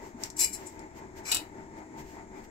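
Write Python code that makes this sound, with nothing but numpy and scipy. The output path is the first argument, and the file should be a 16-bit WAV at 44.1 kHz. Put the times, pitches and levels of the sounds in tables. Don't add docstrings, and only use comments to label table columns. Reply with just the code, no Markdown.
import sys
import numpy as np
from scipy import signal
from scipy.fft import rfft, irfft
from scipy.io import wavfile
from scipy.ndimage import uniform_filter1d

SR = 44100
rng = np.random.default_rng(int(sys.argv[2]) if len(sys.argv) > 2 else 0)


def transcribe(u):
    v = np.clip(np.atleast_2d(u).T, -1, 1)
    q = np.round(v * 32767).astype(np.int16)
    wavfile.write(sys.argv[1], SR, q)


N = 110250

# (frequency [Hz], scraped gain [dB], knocked gain [dB])
RAIL_MODES = [(2256, -13, -12), (2371, -14, -26), (2563, -25, -2.5), (2915, -17, 0), (3768, -36, -2),
              (3986, -22, 1), (4075, -10, -11), (4242, -17, -7), (4629, -32, -9), (4785, -12, -5),
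              (5017, -10, -7), (5189, -15, -6), (5535, -7, -10), (6050, -8, -8), (6481, -15, -18),
              (7112, -7, -9), (7358, -18, -7), (7435, -5, -10), (7530, -1, -10), (7574, -4, -8),
              (7990, -7, 1), (8560, -13, -14), (10455, -11, -15), (10745, -22, -7), (11560, -11, -7)]
# (frequency [Hz], scraped gain [dB], knocked gain [dB])
CLASH_SPECTRUM = [(200, -32, -19.5), (804, -27.5, -4), (1120, -27, -10.5), (1610, -24.5, -6),
                  (2405, 5.5, -15), (3060, -27, 4.5), (3460, -9, -2), (4050, -10, 4.5), (5500, 5.5, 2.5),
                  (6620, -4.5, -5), (7800, 7, 7), (9200, -6, -4), (11500, 0.5, -3.5), (15700, -10, -10.5)]
SCRAPED, KNOCKED = 1, 2


def rail(drive, ring_db, column, spots=3, dwell_s=0.009):
    t = np.arange(SR // 10) / SR
    envelope = decay(t, t60_s=0.038) + amp(-10) * decay(t, t60_s=0.018)
    spot = np.arange(N) / SR // dwell_s % spots
    clash = sum(convolve(drive * (spot == k), flat_burst(envelope)) for k in range(spots))
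    body = amp(1.5) * convolve(clash, min_phase(lookup(CLASH_SPECTRUM, bins(), column)))
    drive_spectrum = np.sqrt(abs(uniform_filter1d(abs(rfft(drive)) ** 2, size=2000)) / N)
    for mode in RAIL_MODES:
        hz = mode[0]
        t60_s = 0.11 * (3000 / hz) ** 0.48
        pole = decay(1 / SR, t60_s) * np.exp(2j * np.pi * hz / SR)
        phases = rng.uniform(-np.pi / 2, np.pi / 2, (2, 1))
        ring = signal.lfilter([1], [1, -pole], drive + 1e-18) * np.exp(1j * phases)
        body += amp(ring_db + mode[column]) * drive_spectrum[round(hz * N / SR)] * unit(ring.real)
    return body


def stick_slip(force_db, slips_per_s=2200, spread_db=3.5):
    clicks = (rng.random(N) < slips_per_s / SR) * rng.choice([-1, 1], N)
    sizes = amp(spread_db * np.minimum(rng.exponential(1, N), 3))
    return unit(clicks * sizes) * amp(force_db - 16.5)


# (time [s], force [dB])
SCRAPE_FORCE = [(.364, -74), (.372, -24.5), (.382, -22), (.402, -12), (.447, -12.5), (.456, -22.5),
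                (.51, -42), (.60, -58)]
# (time [s], strength [dB], treble tilt [dB/octave])
SCRAPE_CATCHES = [(0.3961, -7.5, 5), (0.4009, -8, 2), (0.4062, -12, -4.5), (0.4165, -11.5, -5),
                  (0.4219, -11, 0.5), (0.4363, -6.5, 0.5), (0.4433, -8, -2), (0.4736, -18, -3)]


def scrape():
    drive = stick_slip(force_curve(SCRAPE_FORCE)) + impacts(SCRAPE_CATCHES)
    return rail(drive, ring_db=-7, column=SCRAPED)


# (time [s], force [dB])
SKID_FORCE = [(1.232, -51), (1.258, -26.5), (1.276, -22.5), (1.294, -19.5), (1.32, -23.5), (1.368, -29),
              (1.39, -50), (1.44, -70)]
# (time [s], strength [dB], treble tilt [dB/octave])
FLAT_KNOCKS = [(1.3154, -8.5, -5.5), (1.3182, 0.5, 2.5), (1.3234, -4, -3), (1.328, -4, -3.5),
               (1.3462, -1.5, 4), (1.352, -6.5, -0.5), (1.362, -14, -10.5), (1.369, -6, -1.5)]


def clatter():
    skid = convolve(stick_slip(force_curve(SKID_FORCE)), tilted_pulse(db_per_octave=-6))[0]
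    rasp = amp(-7.5) * convolve(skid, band_pulse(hz=1220, octaves=0.91))
    skid_ring = rail(skid, ring_db=-9, column=SCRAPED)
    knocks = rail(impacts(FLAT_KNOCKS), ring_db=-12.5, column=KNOCKED)
    return rasp + skid_ring + knocks


# (time [s], strength [dB])
CORNER_TAPS = [(0.2363, -5), (0.3015, -16.5), (0.793, -26)]


def taps():
    drive = np.zeros(N)
    for at_s, db in CORNER_TAPS:
        add(drive, at_s, amp(db) * band_pulse(hz=5560, octaves=0.43))
    tick = convolve(drive, flat_burst(decay(np.arange(SR // 10) / SR, t60_s=0.013)))
    return tick + amp(0.5) * rail(drive, ring_db=-16, column=SCRAPED)


# (centre [s], sigma [s], force [dB], width [octaves])
END_BRUSHES = [(0.367, 0.0022, -22, 0.37), (0.539, 0.011, -21, 0.9), (0.67, 0.0073, -27, 0.31)]


def brushes(hz=7600):
    drive = np.zeros(N)
    for centre_s, sigma_s, db, octaves in END_BRUSHES:
        slips = stick_slip(db) * swell(centre_s, sigma_s)
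        drive += convolve(slips, band_pulse(hz, octaves))[0]
    return rail(drive, ring_db=-5.5, column=SCRAPED)


# (frequency [Hz], T60 [s])
ROOM_DECAY = [(250, 0.6), (2500, 0.23), (7500, 0.16), (15000, 0.23)]


def room(sound, delay_s=0.0012):
    reflections = rng.standard_normal((2, SR // 2)) * (np.arange(SR // 2) > delay_s * SR)
    hz, t, spectra = signal.stft(reflections, SR, nperseg=256)
    tail = signal.istft(spectra * decay(t, lookup(ROOM_DECAY, hz)[:, None]), SR, nperseg=256)[1]
    return convolve(sound, tail / np.linalg.norm(tail[0]))


# (time [s], frequency [Hz], level [dB])
HAND_BUMPS = [(0.144, 243, -38), (0.457, 68, -43), (1.414, 310, -41)]


def bumps(rise_s=0.0064):
    t, thuds = np.arange(SR // 4) / SR, np.zeros(N)
    envelope = t / rise_s * np.exp(1 - t / rise_s)
    for at_s, hz, db in HAND_BUMPS:
        add(thuds, at_s, amp(db) * envelope * np.sin(2 * np.pi * hz * t))
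    return thuds * background_pan(130)


# (centre [s], sigma [s], level [dB])
TREBLE_SWISHES = [(0.059, 0.036, -57), (0.245, 0.025, -45.5), (0.624, 0.091, -55.5), (0.98, 0.017, -56),
                  (1.184, 0.016, -52), (1.785, 0.01, -60), (1.998, 0.017, -52), (2.104, 0.049, -58),
                  (2.384, 0.021, -61.5), (2.447, 0.013, -58)]
# (frequency [Hz], gain [dB])
SWISH_SPECTRUM = [(300, -27), (2000, 14), (3500, 4), (7500, 10.5), (9800, -10), (13000, 3.5), (16000, -5.5)]


def swishes():
    level = sum(amp(db) * swell(centre_s, sigma_s) for centre_s, sigma_s, db in TREBLE_SWISHES)
    hiss = convolve(rng.standard_normal((2, N)), min_phase(lookup(SWISH_SPECTRUM, bins())))
    return level * unit(hiss)


# (frequency [Hz], relative density [dB])
AIR_SPECTRUM = [(20, -66), (35, -16.5), (55, 6), (90, -6.5), (154, -11.5), (222, -4.5), (350, -3),
                (420, -9.5), (540, -14.5), (730, -13.5), (920, -6), (1100, -18.5), (1500, -19.5),
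                (2100, -15.5), (2900, -35.5), (4400, -37), (6000, -32.5), (7200, -26.5), (8300, -36),
                (9400, -46), (16000, -55.5)]
# (frequency [Hz], peak swing [dB])
AIR_SWING = [(80, .8), (300, 1.8), (800, 3.8), (2000, 3.5), (4500, 3), (7000, 1.2), (13000, 2)]
# (frequency [Hz], coherence [0..1])
AIR_COHERENCE = [(60, 1), (250, 0.88), (500, 0.72), (1500, 0.33), (8000, 0.41)]


def fan_air(level_db=-47.5, gust_db=1.2, gust_s=0.08, hop=256):
    hz = bins()
    t = np.arange(N // hop + 5) * hop / SR
    noise = rng.standard_normal((len(t), len(hz), 4)).T
    left, independent = noise[0] + 1j * noise[1], noise[2] + 1j * noise[3]
    coherence = np.clip(lookup(AIR_COHERENCE, hz), 0, 1)[:, None]
    right = (coherence * left + np.sqrt(1 - coherence ** 2) * independent) * right_lag(hz)[:, None]
    gusts = uniform_filter1d(rng.standard_normal(left.shape), size=5, axis=0)
    gusts = unit(uniform_filter1d(gusts, size=round(gust_s * SR / hop), axis=1))
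    swing_db = lookup(AIR_SWING, hz)[:, None] * fan_turn(t)
    gain = amp(lookup(AIR_SPECTRUM, hz)[:, None] + swing_db + gust_db * gusts)
    spectra = np.array([left, right]) * background_pan(hz) * gain
    return amp(level_db) * unit(signal.istft(spectra, nperseg=1024, noverlap=1024 - hop)[1][:, :N])


# (frequency [Hz], half width [Hz], mid-swing level [dB])
HUM_RESONANCES = [(312.4, 9, -58.5), (378, 12, -56.5), (657, 21, -63.5), (853, 15.1, -65.5),
                  (904.7, 9.5, -59)]


def fan_hum(swing_db=3.4, steadiness=0.55):
    hz, hum = bins(N), np.zeros((2, N))
    for centre_hz, width_hz, db in HUM_RESONANCES:
        band = rfft(rng.standard_normal(N)) / (1 + ((hz - centre_hz) / width_hz) ** 2)
        wave = signal.hilbert(irfft(band, N))
        steadied = rfft(wave.real / abs(wave) ** steadiness)
        pair = irfft(np.array([steadied, steadied * right_lag(hz)]), N)
        hum += amp(db) * unit(pair) * background_pan(centre_hz)
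    return hum * amp(swing_db * fan_turn(np.arange(N) / SR))


def fan_turn(t, turns_per_s=5.12, peak_s=0.035):
    return np.cos(2 * np.pi * turns_per_s * (t - peak_s))


def right_lag(hz, delay_s=0.00028):
    return np.exp(-2j * np.pi * hz * delay_s)


# (frequency [Hz], left minus right [dB])
BACKGROUND_BALANCE = [(50, 7), (250, 2), (500, 6), (1200, 2.5), (7000, 7), (13000, -11.5)]


def background_pan(hz):
    balance_db = lookup(BACKGROUND_BALANCE, hz)
    return amp(np.array([balance_db, -balance_db]) / 2)[..., None]


def impacts(hits):
    drive = np.zeros(N)
    for at_s, db, db_per_octave in hits:
        add(drive, at_s, amp(db) * tilted_pulse(db_per_octave))
    return drive


def tilted_pulse(db_per_octave):
    return min_phase(db_per_octave * np.log2(np.maximum(bins(), 2800) / 6000))


def band_pulse(hz, octaves):
    offset = np.log2((bins() + 1) / hz) / octaves
    return min_phase(-20 * np.log10(1 + offset ** 2 / 2))


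def flat_burst(envelope):
    noise = rng.standard_normal((2, len(envelope))) * envelope
    power = uniform_filter1d(abs(rfft(noise)) ** 2, size=5)
    return convolve(noise, [min_phase(-10 * np.log10(side + 1e-9)) for side in power])


def force_curve(points):
    return np.interp(np.arange(N) / SR, *np.transpose(points), left=-200, right=-200)


def swell(centre_s, sigma_s):
    return np.exp(-((np.arange(N) / SR - centre_s) / sigma_s) ** 2 / 2)


def decay(t, t60_s):
    return np.exp(-np.log(1000) * t / t60_s)


def amp(db):
    return 10 ** (np.asarray(db) / 20)


def unit(x):
    return x / np.sqrt(np.mean(x ** 2) + 1e-20)


def lookup(table, hz, column=1):
    rows = np.array(table, float)
    return np.interp(np.log(hz + 1), np.log(rows[:, 0] + 1), rows[:, column])


def add(mix, at_s, sound):
    part = mix[max(round(at_s * SR), 0):][:len(sound)]
    part += sound[:len(part)]


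def bins(size=1024):
    return np.fft.rfftfreq(size, 1 / SR)


def min_phase(db):
    log_gain = np.log(amp(np.r_[db, db[-2:0:-1]]))
    return np.fft.ifft(np.exp(np.conj(signal.hilbert(log_gain)))).real


def convolve(x, response):
    return signal.fftconvolve(np.atleast_2d(x), np.atleast_2d(response), axes=1)[:, :N]


# (frequency [Hz], left minus right [dB])
RAIL_BALANCE = [(1000, 12), (2400, 3), (5500, 3.5), (7500, 16), (8700, 4), (10300, -9), (12000, -6),
                (15000, -2)]


def scene():
    metal = taps() + scrape() + brushes() + clatter()
    balance_db = lookup(RAIL_BALANCE, bins())
    metal = convolve(metal, [min_phase(balance_db / 2), min_phase(-balance_db / 2)])
    return metal + amp(-7.5) * room(metal) + swishes() + bumps() + fan_air() + fan_hum()


def record(dry):
    lowpass = signal.firwin(511, cutoff=15820, window=("kaiser", 9), fs=SR)
    return signal.oaconvolve(dry, lowpass[None], "same")


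dry = scene()
out = record(dry)
transcribe(out)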